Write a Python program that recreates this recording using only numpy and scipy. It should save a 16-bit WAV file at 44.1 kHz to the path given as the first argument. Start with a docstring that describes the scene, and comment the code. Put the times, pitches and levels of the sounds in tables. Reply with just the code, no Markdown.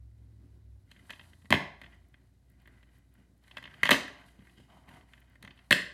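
"""Room tone and a low hum, noise and wavering sines, persist; a distant engine drone sinks and fades early on.
A hand turns a thin plastic disc case close to a microphone: creaks and slides are resonance-filtered noise.
Light ticks, interrupted by three bursts of hard knocks on a tiled floor and snaps of the clasps it pries open,
excite damped modes of shell, lid panels and air pocket; bright flecks of the sleeve film, short noise bursts,
are scattered among the ticks. A bare room answers contacts and handling by convolution with decaying noise."""
import sys
import numpy as np
from scipy import signal
from scipy.fft import rfft, irfft, next_fast_len
from scipy.io import wavfile
from scipy.ndimage import map_coordinates

SR = 44100
rng = np.random.default_rng(int(sys.argv[2]) if len(sys.argv) > 2 else 0)


def to_wav(s):
    """Save 16-bit WAV."""
    ch = np.atleast_2d(s).T  # columns
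    pcm = np.round(np.clip(ch, -1, 1) * 32767)  # PCM
    wavfile.write(sys.argv[1], SR, pcm.astype(np.int16))


N = 261513

# bending modes of the shell: [f/Hz, nominal bandwidth/Hz, relative level/dB]
SHELL_MODES = [(1385, 440, -9), (1617, 230, -1), (1795, 160, -1), (1947, 190, 2), (2114, 180, -1.5),
               (2448, 250, -6.5), (2604, 120, -3), (2816, 190, -2.5), (3121, 220, 3), (3365, 130, -5),
               (3690, 190, -7), (4215, 190, -10), (4698, 620, -12), (5270, 650, -17.5), (6200, 2200, -22.5)]
# slow modes of the lid panels: [f/Hz, bandwidth/Hz, relative level/dB]
PANEL_MODES = [(94.5, 32, -3.5), (148.3, 7.4, 0), (185.6, 23.3, -1), (267.3, 45.7, -3), (372.7, 80, -11.5)]
# resonances of the air pocket between the lids: [f/Hz, nominal bandwidth/Hz, relative level/dB]
HOLLOW_MODES = [(586.4, 70, -3.5), (705, 110, -8.5), (980, 330, 2), (1127, 530, 4)]
RIM_HZ = 2500  # shell modes above this belong to the stiff rim


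def amp(db):
    """Logarithmic level: decibels become an amplitude ratio."""
    return 10 ** (np.asarray(db) / 20)


def unit(x):
    """Normalisation of a signal to rms 1."""
    return x / np.sqrt(np.mean(x ** 2) + 1e-20)


def peak_one(x):
    """Normalisation of a signal to peak 1."""
    return x / np.abs(x).max()


def along(points, hz):
    """Spectral interpolation of (f/Hz, value) points on a logarithmic frequency axis."""
    f, value = np.transpose(points)
    return np.interp(np.log(hz + 1), np.log(f + 1), value)


def curves(rows):
    """Linear interpolation in time: one value per sample for each column after t/s."""
    knot_s, *columns = np.transpose(rows)
    return [np.interp(np.arange(N) / SR, knot_s, column) for column in columns]


def wobble(rate):
    """Slow random modulation: a spline through Gaussian values, rate knots per second."""
    knots = rng.standard_normal(int(N * rate / SR) + 4)
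    return map_coordinates(knots, [np.arange(N) * rate / SR])


def filtered(x, response):
    """Linear filtering: the spectrum of x times a response of frequency."""
    m = next_fast_len(len(x) + 4096)
    return irfft(rfft(x, m) * response(np.fft.rfftfreq(m, 1 / SR)), m)[:len(x)]


def modes(table, extra_db=0):
    """Modal superposition: the causal response of a sum of resonances with alternating sign."""
    rows = np.array(table, float)
    centre, width = rows[:, :1], np.abs(rows[:, 1:2])
    db = rows[:, 2:] + np.reshape(extra_db, (-1, 1))
    sign = (-1.) ** np.arange(len(rows))[:, None]

    def response(f):
        """Band-pass resonators, each of unit gain at its centre before its level."""
        resonance = 1j * f * width / (centre * centre - f * f + 1j * f * width)
        return np.sum(sign * amp(db) * resonance, axis=0)
    return response


def grit(rate, depth_db):
    """Amplitude modulation: white noise whose level in dB wanders at random, rate knots per second."""
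    return rng.standard_normal(N) * amp(depth_db * wobble(rate))


def tone(hz, db):
    """Phase integration: a sine whose frequency and rms level waver slightly."""
    phase = 2 * np.pi * np.cumsum(hz + 1.2 * wobble(46)) / SR
    level = np.sqrt(2) * amp(db + 1.4 * wobble(2.7))
    return level * np.sin(phase + rng.uniform(0, 2 * np.pi))


def background():
    """Superposition of shaped room noise, steady hum lines and two gliding, fading drone tones."""
    # room tone and hiss: [f/Hz, relative spectral density/dB per Hz]
    air_spectrum = [(42, -24), (72, 0.5), (136, -3.5), (178, -16.5), (336, -32), (579, -25), (760, -30.5),
                    (998, -35.5), (1280, -37.5), (1530, -34), (3100, -42.5), (3550, -39), (10100, -45.5),
                    (16200, -49)]
    # hum lines: [f/Hz, mean level/dB]
    hum_lines = [(59, -63.5), (120, -74)]
    # upper tone of the engine drone: [t/s, f/Hz, mean level/dB]
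    upper_drone = [(0, 108, -53), (.3, 106.9, -56.5), (.56, 103.5, -59), (.78, 99.7, -56.5),
                   (.9, 96.3, -68.5), (1.05, 92.4, -68), (1.3, 85.07, -60.5), (1.45, 84.4, -64),
                   (2.05, 85, -63.5), (2.2, 84.2, -88)]
    # lower tone of the engine drone: [t/s, f/Hz, mean level/dB]
    lower_drone = [(0, 62.24, -51.5), (.1, 65.16, -55.5), (.55, 66.16, -57.5), (.77, 63.24, -52),
                   (.85, 62.3, -71), (.95, 62.76, -94)]
    air = amp(-67) * unit(filtered(grit(16, 0.6), lambda f: amp(along(air_spectrum, f))))
    hum = sum(tone(*line) for line in hum_lines)
    drone = tone(*curves(upper_drone)) + tone(*curves(lower_drone))
    return air + hum + drone


def room(x):
    """Reverberation: convolution with noise in which each frequency decays at its own rate."""
    # reverberation time: [f/Hz, T60/s]
    decay_times = [(150, 0.37), (600, 0.49), (2000, 0.44), (5000, 0.43), (12000, 0.27)]
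    # colour of the echo: [f/Hz, relative level/dB]
    echo_colour = [(100, -6.5), (300, 1.5), (900, -2.5), (1600, -2.5), (2000, -1.5), (2400, -4),
                   (3300, -5.5), (5500, 5.5), (14000, -1.5)]
    hz, t, z = signal.stft(rng.standard_normal(SR // 2), SR, nperseg=256)
    decay_db = 60 * t / along(decay_times, hz)[:, None]
    z = z * amp(along(echo_colour, hz)[:, None] - decay_db)
    tail = signal.istft(z, SR, nperseg=256)[1]
    tail = tail * np.clip(np.arange(len(tail)) / (0.0047 * SR), 0, 1)  # first walls arrive after a few ms
    return signal.fftconvolve(x, tail / np.linalg.norm(tail))


def hand():
    """Power addition: each movement rises exponentially up to its start, holds and decays exponentially."""
    # movements of the hand: [start t/s, length/s, creak level/dB,
    # then re creak: rim creak/dB, finger slide/dB, hollow scrape/dB, grip rumble/dB]
    moves = [(0.194, .4, -88.5, -7, -5, -5, 19.5), (0.901, 0.13, -72, -5, -8, -11, 3.5),
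             (1.049, 0.24, -74, -7, 0.5, 0.5, -1), (1.288, 0.3, -84.5, -7, 6, 2.5, 12),
             (1.8, 0.15, -70, -6, -14.5, -3.5, 6), (2.001, 0.25, -82.5, -10, -9.5, -2, -2),
             (2.5, 0.059, -83.5, -10, -8.5, -7.5, 4), (2.59, .09, -77.5, -7.5, -11.5, -3, 7),
             (2.69, 0.11, -72, -12, -13, -8, 3.5), (2.87, 0.12, -76, -9.5, -12.5, -6, 3),
             (2.934, 0.025, -81, -4.5, 2, -15.5, 4), (3.14, 0.098, -77, -8, -13, -5.5, 4.5),
             (3.44, 0.06, -72, -6.5, -6, -6, -3), (3.532, .17, -64.5, -8.5, -18, -4, 0),
             (3.719, 0.16, -63, -6, -15, -8, 2), (4.083, 0.15, -62, -7.5, -17, -2, -1.5),
             (4.263, 0.039, -73, -4, -1.5, -8, 7.5), (4.34, 0.079, -74.5, -6, -10.5, -5, 8.5),
             (4.44, 0.088, -71.5, -9, -5.5, -4.5, 4), (4.576, 0.03, -70.5, 4, -8, -7.5, 8.5),
             (4.63, 0.049, -79, -7.5, -7, -10, 11), (4.705, 0.079, -70.5, -3, -8.5, 7.5, 3.5),
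             (4.816, 0.065, -76, -8.5, -10, -1.5, 5.5), (4.884, 0.1, -64, -7.5, -10.5, 0.5, 6.5),
             (5.09, .09, -73, -8, -6.5, -3, 0.5), (5.19, 0.15, -74.5, -5.5, -15, -5, 3.5),
             (5.429, 0.078, -70, -7, -24, 0, 9.5), (5.561, 0.24, -74.5, -7, -7, -1.5, -1.5)]
    # the still hand, levels/dB: [creak, rim creak, finger slide, hollow scrape, grip rumble]
    rest_db = [-91, -98.5, -89.5, -91.5, -72]
    rise_db_per_s, fade_db_per_s = 505, 251.5
    t = np.arange(N) / SR
    power = amp(np.reshape(rest_db, (-1, 1))) ** 2
    for s, length, db, *others in moves:
        rise_db = -rise_db_per_s * np.maximum(s - t, 0)
        fade_db = -fade_db_per_s * np.maximum(t - s - length, 0)
        layer_gain = amp(db + np.array([0, *others]))[:, None]
        power = power + layer_gain ** 2 * amp(2 * (rise_db + fade_db))
    return np.sqrt(power)


def handling():
    """Friction noise: grains excite shell, air pocket and panels, skin hisses on the sleeve; the room answers."""
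    # fingers on the sleeve: [f/Hz, relative spectral density/dB per Hz]
    slide_spectrum = [(2350, -27), (4000, 2), (4170, -1.5), (4900, -6.5), (5380, -11), (6440, -8.5),
                      (10800, -3), (12500, -7.5), (16000, -28.5)]
    strain = grit(180, 3.2)  # shared by the creaks of body and rim
    creak = unit(filtered(strain, modes([m for m in SHELL_MODES if m[0] <= RIM_HZ])))
    rim = unit(filtered(strain, modes([m for m in SHELL_MODES if m[0] > RIM_HZ])))
    slide = unit(filtered(grit(98, 1.87), lambda f: amp(along(slide_spectrum, f))))
    scrape = unit(filtered(grit(88, 1.5), modes(HOLLOW_MODES, [-2.0, 8.5, -1.0, -7.5])))
    grip = unit(filtered(grit(25, 2), modes(PANEL_MODES)))
    near = np.sum(hand() * [creak, rim, slide, scrape, grip], axis=0)
    return near + amp(-6.5) * room(near)[:N]


def contacts():
    """Impact parameters as (t/s, blow/dB, thud, hollow, crack and rim modes/dB, contact time/s)."""
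    # light ticks of the shell under the fingers:
    # [t/s, blow level/dB, crack re blow/dB, rim modes re lower modes/dB]
    tick_rows = [(0.914, -46.5, -3, 3), (0.962, -51, -31, -5.5), (1.095, -37.5, -27, -9),
                 (1.104, -29.5, -13, -2), (1.124, -45.5, -4, -9), (1.132, -40, -25, 2.5),
                 (1.157, -52, -12, 5.5), (1.194, -39, -33, -1), (1.211, -48.5, -26, 1.5),
                 (1.238, -57.5, -10.5, -4.5), (1.332, -51, -16, -1.5), (1.418, -60.5, -11, -5),
                 (1.455, -50.5, -9.5, -10), (1.815, -38, -11.5, -9), (1.835, -45, -21, -4),
                 (1.841, -44, -30, -2), (1.861, -47, -26, -4), (1.927, -58.5, -21, 0),
                 (2.141, -49.5, -30, -6), (2.502, -69, -8, -10.5), (2.6, -73, 3, 12), (2.656, -52, -18, -8),
                 (2.675, -46.5, -17, -11), (2.828, -53.5, -13, -5), (3.438, -62.5, -1.5, -1.5),
                 (3.479, -52.5, -4.5, -7.5), (3.511, -43.5, -18, 5), (3.543, -58, -21, -3),
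                 (3.569, -28, -20, -0.5), (3.581, -34.5, -15.5, -13.5), (3.626, -41, -14, -7.5),
                 (3.639, -38.5, -19, 7.5), (3.654, -36, -28.5, -1.5), (3.675, -42, -24, -4),
                 (3.739, -43.5, -25.5, -2.5), (3.78, -55.5, -12.5, -9), (4.08, -32.5, -15.5, -9),
                 (4.47, -50.5, -14.5, -16), (4.495, -58, -12, 2), (4.889, -46.5, -9, -6.5),
                 (4.937, -51, -13, -3), (5.009, -55, -17, -1.5), (5.134, -45, -12, -2.5),
                 (5.177, -55, -21, -2), (5.216, -57, -23, -9.5), (5.355, -50.5, -13, -17.5),
                 (5.426, -44, -0.5, -10), (5.448, -40.5, -11, -2.5), (5.475, -40, -18, -1.5),
                 (5.507, -43.5, -33, 4), (5.574, -55.5, -22, 10), (5.589, -50, -20, 2)]
    # hard knocks on the floor and clasp snaps, with their rattles: [t/s, blow level/dB,
    # thud re blow/dB, hollow knock re blow/dB, crack re blow/dB, rim modes re lower modes/dB, contact time/s]
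    knocks = [(1.505, -22, -0.5, -3, -4.5, 0, 0.0017), (1.514, -23, -3, -14.5, -21, -1, 0.0021),
              (1.525, -4, -20.5, -6, -18.5, -7, 0.001), (1.538, -17, -4, -13.5, -14.5, -0.5, 0.0026),
              (1.548, -22.5, -8.5, -11, -13, 4, 0.0012), (3.832, -9, -23.5, -17.5, -18.5, -12, 0.0027),
              (3.853, -18, -20, -8.5, -13, 1.5, 0.0034), (3.865, -23.5, -19.5, -9, -18.5, 3.5, 0.0025),
              (3.873, -23, -23, -17.5, -21.5, 4.5, 0.0012), (3.891, -9.5, -22, -9.5, -16, -10, 0.0015),
              (3.908, -13.5, -30, -4.5, 2, -1, 0.00068), (3.911, -8, -16, -10, -7.5, -8, 0.0015),
              (3.9161, -2.5, -16.5, -7.5, -19, -5, 0.00089), (3.924, -16, -18.5, -9, -13, 14.5, 0.0079),
              (3.939, -18.5, -18, -8.5, -25.5, -7.5, 0.0031), (5.708, -5, -18, -14, -9.5, -12.5, 0.0025),
              (5.72, -11, -23, -21.5, -12, 4.5, 0.0019), (5.7265, -4, -25, -15.5, -12.5, -1, 0.0009)]
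    # soft bumps of the hand, felt mostly by the panels: [t/s, thud level/dB]
    bump_rows = [(1.446, -51.5), (4.39, -48), (4.421, -52.5), (4.6, -47.5), (5.439, -44.5)]
    contact_s, tick_hollow_db, bump_thud_db = 0.0023, -12, 12.5
    # thud level of a tick at 0 dB; dB it drops per dB of a lighter tick
    tick_thud_db, thud_follows = -40.5, .45
    ticks = [(s, db, tick_thud_db - (1 - thud_follows) * db, tick_hollow_db, crack, rim, contact_s)
             for s, db, crack, rim in tick_rows]
    bumps = [(s, db - bump_thud_db, bump_thud_db, -5, -14, 0, contact_s) for s, db in bump_rows]
    return knocks + ticks + bumps


def rings(table, t, contact, damping, extra_db=0):
    """Free vibration: modes decay from one blow with random onset, phase, detuning and strength."""
    hz, width, db = np.transpose(table)[:, :, None]
    late, phase = rng.random((2, len(table), 1))
    detune, vary = rng.standard_normal((2, len(table), 1))
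    since_onset = np.maximum(t - 1.3 * contact * late ** 2, 0)
    attack = 1 - np.exp(-since_onset / (0.28 * contact))
    decay_s = np.hypot(contact, 1 / (np.pi * width * damping))
    shape = attack * np.exp(-since_onset / decay_s)
    gain = amp(db + extra_db + 1.5 * vary)
    wave = np.sin(2 * np.pi * (hz * (1 + .012 * detune) * t + phase))
    return np.sum(gain * shape * wave, axis=0) / np.linalg.norm(gain)


def clicks():
    """Impact excitation: a brief jolt rings shell and hollow, thumps the panels and cracks in the treble."""
    # sharp edge of a click: [f/Hz, relative spectral density/dB per Hz]
    crack_spectrum = [(2350, -20.5), (4000, 3.5), (5390, -17), (6130, -8), (10900, -10), (11600, -13),
                      (12500, -10), (16200, -30.5)]
    out, t = np.zeros(N + SR), np.arange(SR // 8) / SR
    on_rim = np.array(SHELL_MODES)[:, :1] > RIM_HZ
    panel_octaves = np.log2(np.transpose(PANEL_MODES)[0] / 200)
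    push = np.diff(t * np.exp(-t / 0.0005), prepend=0)  # the panels feel one rounded shove and its release
    for s, db, thud_db, hollow_db, crack_db, rim_db, contact in contacts():
        damping = amp(.14 * db)  # light ticks bend the plastic less, lose less and ring on longer
        ring = 1.23 * rings(SHELL_MODES, t, contact, damping, on_rim * rim_db)
        hollow = 1.67 * rings(HOLLOW_MODES, t, contact, 0.88)

        deep_db = -.6 * max(thud_db - 2.5, 0) * panel_octaves  # fleshy bumps favour the lowest modes
        vary_db = 2 * rng.standard_normal(len(PANEL_MODES))
        thud = peak_one(filtered(push, modes(PANEL_MODES, deep_db + vary_db)))

        force = (1 - np.exp(-t / (0.11 * contact))) * np.exp(-t / (1.5 * contact))
        burst = force * rng.standard_normal(len(t))
        crack = peak_one(filtered(burst, lambda f: amp(along(crack_spectrum, f))))

        parts = ring + amp(thud_db) * thud + amp(hollow_db) * hollow + amp(crack_db) * crack
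        blow = amp(db) * parts
        echo = amp(0.16 * db - 5) * room(blow)  # hard blows shake the whole case and fill the room more
        start = round(s * SR)
        out[start:][:len(t)] += blow
        out[start:][:len(echo)] += echo
    return out[:N]


def flecks():
    """Transient noise: the sleeve film gives bright bursts under two-sided exponential envelopes."""
    # tiny flecks of the sleeve film: [t/s, peak level/dB]
    fleck_rows = [(2.0857, -60), (2.5, -56), (2.518, -65.5), (2.6191, -61.5), (2.6736, -57.5),
                  (2.9846, -61), (3.1396, -57.5), (3.3785, -63.5), (4.359, -71), (4.8914, -61.5),
                  (5.2034, -54.5), (5.2986, -59)]
    # their colour: [f/Hz, relative spectral density/dB per Hz]
    fleck_spectrum = [(5000, -25), (8000, -4), (12000, 2.5), (15500, -1)]
    out, t = np.zeros(N), np.arange(SR // 50) / SR
    envelope = np.exp(-np.abs(t - .005) / .0008)  # time constant 0.8 ms on either side
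    for s, db in fleck_rows:
        noise = envelope * rng.standard_normal(len(t))
        burst = filtered(noise, lambda f: amp(along(fleck_spectrum, f)))
        out[round((s - .004) * SR):][:len(t)] += amp(db) * peak_one(burst)
    return out


def scene():
    """Linear superposition of background, hand, echoing contacts of the case and film flecks."""
    return (background() + handling() + clicks() + flecks())[None]


def record(dry):
    """Transduction: the microphone high-passes the bass, saturates loud peaks and limits the band."""
    x = filtered(dry[0], lambda hz: 1j * hz / (40 + 1j * hz))  # first-order high-pass, 40 Hz
    x = x / (1 + np.abs(x / .9) ** 4) ** (1 / 4)  # peaks approach 0.9
    return filtered(x, lambda hz: hz < 16100)[None]


dry = scene()
out = record(dry)
to_wav(out)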